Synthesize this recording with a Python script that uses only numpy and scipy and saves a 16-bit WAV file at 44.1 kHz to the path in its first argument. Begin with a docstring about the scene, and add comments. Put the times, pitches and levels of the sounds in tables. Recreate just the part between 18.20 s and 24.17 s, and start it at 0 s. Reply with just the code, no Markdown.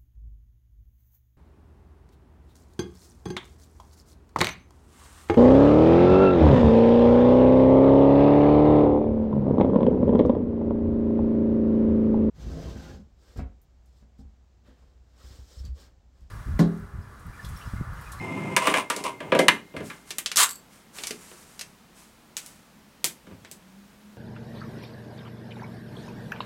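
"""A small room, one microphone close to a hand-cranked cash register. The sale bell dies away while
the cash drawer rumbles in on its rollers, catches on its pawls and latches, ringing cabinet and coin
tray. The receipt is torn off over a toothed blade and put down; a sleeve rustles and keys click in.
Behind it all lies quiet room tone, with a faint rising hum near the end."""
import sys
import numpy as np
from scipy import signal
from scipy.fft import rfft, irfft, next_fast_len
from scipy.io import wavfile
from scipy.ndimage import uniform_filter1d

SR = 44100
rng = np.random.default_rng(int(sys.argv[2]) if len(sys.argv) > 2 else 0)


def log_audio(samples):
    """Write samples as a 16-bit WAV file to the path given in sys.argv[1]."""
    # one column per channel
    frames = np.atleast_2d(samples).T
    # limit to full scale, then quantise
    limited = np.clip(frames, -1, 1)
    pcm = np.round(limited * 32767).astype(np.int16)
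    wavfile.write(sys.argv[1], SR, pcm)


N = 263277
T = np.arange(N) / SR
AGE = T[:SR // 2]  # seconds since a blow

# Modes of drawer and cabinet. Each row: frequency in Hz, relative level in dB, t60 in seconds.
CABINET_MODES = [(108,-12,.35),(205,-2,.3),(286,-4,.25),(404,-4,.3),(460,-4,.16),(523,0,.16),(590,-1,.25),(645,-5,.2),(953,0,.16),(1035,1,.13),(1178,-3,.16),(1663,-1,.12),(2080,-1,.16),(2420,-2,.1),(2940,-3,.13)]
# Modes of the steel coin tray and note clips. Each row: frequency in Hz, relative dB, t60 in seconds.
TRAY_MODES = [(8400,0,.07),(9080,-5,.2),(9826,-3,.17),(12600,-6,.22),(15550,-6,.12)]
# Blows on drawer and cabinet. Each row: start in seconds, thud level in dB, thud centre in Hz,
# clang level in dB, clang centre in Hz, click level in dB.
DRAWER_KNOCKS = [(0.3645, -30, 543, -16.5, 940, -23), (.47, -25.5, 322, -18.5, 1060, -30.5),
                 (.54, -29.5, 417, -20, 1880, -35), (.7, -35, 400.6, -23.5, 940, -29.5),
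                 (.763, -34.5, 448, -42.5, 1230, -34.5), (.839, -39.5, 348, -40, 1380, -36.5),
                 (1.004, -36, 520, -37.5, 1050, -54.5), (1.12, -17, 378, -21, 1460, -48),
                 (1.15, -20.5, 532, -24, 1040, -43), (1.19, -16, 459, -21, 1910, -28.5),
                 (1.2827, -26.5, 260, -10.5, 1980, -19.5), (1.539, -36.5, 298, -52, 1140, -78),
                 (1.565, -36.5, 134, -36.5, 1680, -51.5), (1.604, -34.5, 304, -44, 1330, -59),
                 (1.7, -62.5, 251.3, -37.5, 1410, -54), (5.068, -47, 138, -55, 1467, -71),
                 (5.111, -44.5, 99, -55.5, 1470, -75.5)]
def drawer_knocks():
    """Each blow sets off a thud of the box, a clang of its panels and a click that rings the coin tray."""
    light_t60_s, clamp_db = .23, -16  # ring of a light blow; the clang level that halves it
    out = np.zeros(N)
    for start, thud_db, thud_hz, clang_db, clang_hz, click_db in DRAWER_KNOCKS:
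        t60 = light_t60_s / (1 + amp(clang_db - clamp_db) ** 2)  # hard blows clamp the parts together
        held = fade(AGE, 2 * t60)  # parts that stay pressed together ring shorter
        swing = 1 - np.exp(-AGE / 0.0029)  # the heavy box takes a moment to move
        panels = amp(-16) * held * ringing(CABINET_MODES, scatter_db=1)
        tray = amp(-19) * held ** 2 * ringing(TRAY_MODES, scatter_db=1)
        box = swing * (contact(0.013, -3.2, 1.6 * t60) + panels)
        thud = focus(band(box, thud_hz / 2.9, 700), thud_hz, spread=.7)
        crack = focus(band(contact(0.047, -4, t60), 830, 3500), 1400, spread=.96)
        hollow = focus(band(swing * panels, 800, 3800), clang_hz, spread=.2)
        clang = at_level(crack, -1.5) + at_level(hollow, -5.5)
        click = band(contact(0.02, -7, t60), 3500, 10550) + tray
        add(out, start, at_level(thud, thud_db) + at_level(clang, clang_db) + at_level(click, click_db))
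    return out


# Runs on the rollers, then drags of a pawl. Each row: start in seconds, length in seconds, level in dB.
ROLLER_RUNS = [(0, 0.34, -32.5), (.53, 0.044, -43), (.77, .19, -47.5), (1.02, .24, -41)]
PAWL_DRAGS = [(.405, 0.11, -24.5), (.545, .035, -20.5), (.768, .022, -35), (.84, 0.023, -24.5)]
# Spectra of the rumble and the scrape. Each row: frequency in Hz, relative level in dB.
ROLLER_SPECTRUM = [(45,-32),(100,-4.5),(400,-5),(470,-12),(1000,-9.5),(1700,-23),(2500,-19.5),(4300,-38),(9000,-36),(15000,-53.5)]
PAWL_SPECTRUM = [(150,-26),(400,-11.5),(1050,1),(1650,-16.5),(2500,-5),(4400,-21.5),(9500,-22),(13000,-45)]
def drawer_slide():
    """Rollers rumble and pawls scrape; both ring the cabinet, and the scraping shakes the coin tray."""
    bumps = unit(grains(per_s=2500, scatter_db=1.6))
    slips = unit(grains(per_s=900, scatter_db=3))
    roll = colour(bumps + amp(-14.5) * resonate(bumps, CABINET_MODES), ROLLER_SPECTRUM)
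    scrape = colour(slips + amp(-12.5) * resonate(slips, CABINET_MODES), PAWL_SPECTRUM)
    jingle = amp(-19.5) * resonate(slips, TRAY_MODES)
    rolling = swells(ROLLER_RUNS, attack_s=.012, release_t60=.35)
    dragging = swells(PAWL_DRAGS, attack_s=.024, release_t60=.15)
    return roll * rolling + (scrape + jingle) * dragging


# Modes of the sale bell. Each row: frequency in Hz, level in dB, t60 in seconds.
BELL_MODES = [(2089,-42,3.2),(2110,-39,4.1),(5265,-58,1.1)]
def bell():
    """The sale bell rings out; its split main mode beats."""
    return sum(amp(db) * np.sin(2 * np.pi * hz * T) * fade(T, t60) for hz, db, t60 in BELL_MODES)


# The receipt in the hand. Each row: start in seconds, thud, body and snap levels in dB, snap centre in Hz.
PAPER_SNAPS = [(1.906, -49.5, -40, -35, 5330), (1.984, -51, -37, -28.5, 8260), (2.06, -56, -37, -27, 4430),
               (2.116, -52, -36, -33.5, 5130), (2.159, -51, -37.5, -25.5, 6470),
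               (2.17, -47, -45.5, -18.5, 6400), (2.785, -47, -43.5, -42.5, 4760),
               (2.836, -54, -41, -34.5, 4870), (2.87, -54, -47, -32.5, 5600),
               (2.908, -37, -40, -35.5, 5500), (3.115, -50.5, -52.5, -64, 5000),
               (3.393, -63, -48, -40, 6040), (3.411, -59, -43.5, -36.5, 5700)]
def receipt_snaps():
    """The paper snaps and taps as it is handled and put down."""
    out = np.zeros(N)
    for start, *strike in PAPER_SNAPS:
        add(out, start, snap(contact(0.0047, -1.8, 0.075), *strike))
    return out


# Spectrum of tearing paper. Each row: frequency in Hz, relative level in dB.
TEAR_SPECTRUM = [(180, -56.5), (300, -23), (870, -13.5), (1040, -1.5), (2320, -9.5), (3950, -6.5),
                 (5700, -13), (7690, -3), (16000, -21)]
def receipt_tear():
    """One quickening pull: the paper gives tooth by tooth and zips across the blade."""
    start_s, length_s, level_db = 2.165, .07, -14.5
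    teeth_per_s, teeth_per_s2 = 480, 7500  # rate at the start, and its growth
    pull = swells([(start_s, length_s, level_db)], attack_s=.022, release_t60=.098)
    rate = teeth_per_s + teeth_per_s2 * np.clip(T - start_s, 0, 2 * length_s)
    travel = np.cumsum(rate * (1 + 1.1 * rng.standard_normal(N)) / SR)
    teeth_passed = np.floor(np.maximum.accumulate(travel))
    bites = np.diff(teeth_passed, prepend=0) * amp(2.8 * rng.standard_normal(N))
    rasp = unit(bites - uniform_filter1d(bites, size=200))
    fibres = amp(-2) * unit(grains(per_s=7600, scatter_db=3.8))
    return colour(rasp + fibres, TEAR_SPECTRUM) * pull


# Modes of the toothed blade. Each row: frequency in Hz, relative level in dB, t60 in seconds.
BLADE_MODES = [(4530,-14,.24),(7480,0,.16),(7870,-1,.11),(8064,-4,.16),(11550,-6,.17),(14160,-8,.17)]
# Flicks on the blade. Each row: start in seconds, level in dB.
BLADE_FLICKS = [(2.292, -35.5), (2.309, -36.5), (2.356, -46)]
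def blade_flicks():
    """The paper's edge flicks the blade and leaves it ringing."""
    out = np.zeros(N)
    for start, db in BLADE_FLICKS:
        buzz = 1 + unit(band(rng.standard_normal(len(AGE)), 18, 120, order=1))  # paper brushes the steel
        steel = buzz * ringing(BLADE_MODES, scatter_db=1)
        tick = 2 * band(contact(0.013, 0, 0.04), 3800, 13000)
        add(out, start, at_level(steel + tick, db))
    return out


# Modes of a key stem in its plate. Each row: frequency in Hz, relative level in dB, t60 in seconds.
STEM_MODES = [(2150,-6,.09),(7700,4,.07),(10300,-6,.1)]
# Key presses. Each row: start in seconds, relative thud, body and click levels in dB, click centre in Hz.
KEY_PRESSES = [(4.168,-52.5,-37.5,-28,7050),(4.262,-72,-67,-41,7900),(4.843,-35.5,-29,-18.5,7600),(5.248,-52,-45,-49,4100),(5.314,-50.5,-54.5,-39,7640)]
def keys():
    """A key snaps into its catch and rebounds once."""
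    out = np.zeros(N)
    for start, *strike in KEY_PRESSES:
        stem = amp(-21) * ringing(STEM_MODES, scatter_db=1)
        catch = amp(-5) * snap(contact(0.0064, -17, 0.097) + stem, *strike)
        rebound = amp(-8) * snap(contact(0.007, 9, 0.14), *strike)
        add(out, start, catch)
        add(out, start + 0.0046, rebound)
    return out


# Moves of the sleeve and loose paper. Each row: start in seconds, length in seconds, level in dB.
SLEEVE_MOVES = [(1.62, 0.051, -46.5), (1.85, .05, -50), (2.49, .06, -56.5), (2.725, 0.16, -43.5),
                (2.98, 0.25, -53), (3.27, 0.19, -59.5), (3.74, 0.071, -53.5), (4.19, 0.11, -52.5)]
# Spectrum of their rustle. Each row: frequency in Hz, relative level in dB.
RUSTLE_SPECTRUM = [(300,-10),(1200,-1.5),(3500,-8),(8500,-3),(12000,-9.5),(16000,-19.5)]
def rustle():
    """Cloth and paper slide in fine grains."""
    friction = colour(grains(per_s=6000, scatter_db=2.2), RUSTLE_SPECTRUM)
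    return friction * swells(SLEEVE_MOVES, attack_s=.042, release_t60=.55)


def room(x):
    """Direct sound reaches the microphone first; near walls add a short tail, longest in the bass."""
    noise = rng.standard_normal(len(AGE)) * np.clip((AGE - .003) / 0.0044, 0, 1)
    tail = (amp(2) * band(noise, 90, 413) * fade(AGE, 0.38)
            + band(noise, 800, 3500) * fade(AGE, 0.22)
            + amp(-6.5) * band(noise, 2900, 15000) * fade(AGE, 0.23))
    return amp(-0.83) * x + amp(-34) * signal.fftconvolve(x, tail)[:N]


# The hum's two swells. Each row: start in seconds, length in seconds, level in dB.
FAINT_HUM_SWELLS = [(5.36, 0.23, -48.5), (5.72, .22, -51)]
def hum():
    """In the background a faint, wavering hum glides up and levels off."""
    low_hz, high_hz, glide_mid_s, glide_s = 168, 209, 5.5, .19
    waver = 1 + 0.22 * unit(band(rng.standard_normal(N), 3, 20, order=2))
    hz = low_hz + (high_hz - low_hz) * (1 + np.tanh((T - glide_mid_s) / glide_s)) / 2
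    tone = np.sin(2 * np.pi * np.cumsum(hz) / SR)
    return waver * tone * swells(FAINT_HUM_SWELLS, attack_s=.15, release_t60=.81)


# Spectrum of the room tone. Each row: frequency in Hz, relative level in dB.
ROOM_SPECTRUM = [(15, -38), (25, -16), (64, -9), (97, -14), (206, -3), (270, -11), (405, -15), (775, -17),
                 (840, -16), (16000, -34.5)]
def room_tone():
    """Quiet, steady noise round the microphone, mostly bass."""
    return amp(-55) * colour(rng.standard_normal(N), ROOM_SPECTRUM)


def snap(x, thud_db, body_db, top_db, top_hz):
    """A small sharp contact: bright on top, with a share passed on to whatever holds it."""
    thud = band(x, 152, 530, order=2)
    body = focus(band(x, 600, 3300), 2150, spread=1)
    top = focus(band(x, 2510, 2.24 * top_hz, order=4), top_hz, spread=.42)
    sheen = amp(-24.5) * band(x, 9700, 16200)
    return at_level(thud, thud_db) + at_level(body, body_db) + at_level(top + sheen, top_db)


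def contact(crack_t60, ring_db, ring_t60):
    """A brief crack, then the wash of many crowded modes."""
    return rng.standard_normal(len(AGE)) * (fade(AGE, crack_t60) + amp(ring_db) * fade(AGE, ring_t60))


def ringing(modes, scatter_db):
    """Impulse response of an object; each point of contact weights its modes differently."""
    chance = rng.standard_normal((len(modes), 2))
    return sum(np.sign(side) * amp(db + scatter_db * weight) * np.sin(2 * np.pi * hz * AGE) * fade(AGE, t60)
               for (hz, db, t60), (side, weight) in zip(modes, chance))


def resonate(force, modes):
    """A running force rings an object's modes; rms 1."""
    return unit(signal.fftconvolve(force, ringing(modes, scatter_db=2))[:N])


def grains(per_s, scatter_db):
    """Random tiny slips, a few much stronger than the rest."""
    sizes = amp(scatter_db * np.minimum(rng.exponential(size=N), 4))
    return (rng.random(N) < per_s / SR) * rng.choice([-1, 1], N) * sizes


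def swells(rows, attack_s, release_t60):
    """An envelope in which each row builds up, holds and dies away."""
    return sum(amp(db) * np.clip((T - start) / attack_s, 0, 1)
               * fade(np.maximum(T - start - length, 0), release_t60) for start, length, db in rows)


def fade(t, t60):
    """Free decay, 60 dB down after t60 seconds."""
    return np.exp(-np.log(1000) * t / t60)


def colour(x, points):
    """Shape a steady sound by a spectrum of (Hz, dB) points; rms 1."""
    hz, db = np.transpose(points)
    size = next_fast_len(N, True)
    freqs = np.maximum(np.fft.rfftfreq(size, 1 / SR), 1)
    gain = amp(np.interp(np.log(freqs), np.log(hz), db))
    return unit(irfft(rfft(x, size) * gain, size)[:N])


def focus(x, hz, spread):
    """A broad resonance round hz."""
    return band(x, hz / (1 + spread), hz * (1 + spread), order=1)


def band(x, lo_hz, hi_hz, order=3):
    """Causal band-pass."""
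    edges = [lo_hz, min(hi_hz, SR / 2 - 1)]
    return signal.sosfilt(signal.butter(order, edges, "band", fs=SR, output="sos"), x)


def at_level(x, db):
    """Set a blow's level by the rms of its first 20 ms."""
    return x * amp(db) / np.sqrt(np.mean(x[:SR // 50] ** 2))


def amp(db):
    """Decibels to gain."""
    return 10 ** (np.asarray(db) / 20)


def unit(x):
    """Scale to rms 1."""
    return x / np.sqrt(np.mean(x ** 2))


def add(track, start_s, sound):
    """Mix a sound in at a given time."""
    i = int(start_s * SR)
    track[i:i + len(sound)] += sound[:N - i]


def scene():
    """The register and the hand at work close by, hum and room tone behind; mono."""
    register = drawer_knocks() + drawer_slide() + bell()
    receipt = receipt_snaps() + receipt_tear() + blade_flicks()
    return (room(register + receipt + keys() + rustle()) + hum() + room_tone())[None]


def record(dry):
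    """At the microphone, peaks beyond full scale clip and the treble is cut above 16 kHz."""
    lowpass = signal.ellip(8, .2, 70, 16000, fs=SR, output="sos")
    return signal.sosfilt(lowpass, np.clip(dry, -1, 1))


dry = scene()
out = record(dry)
log_audio(out)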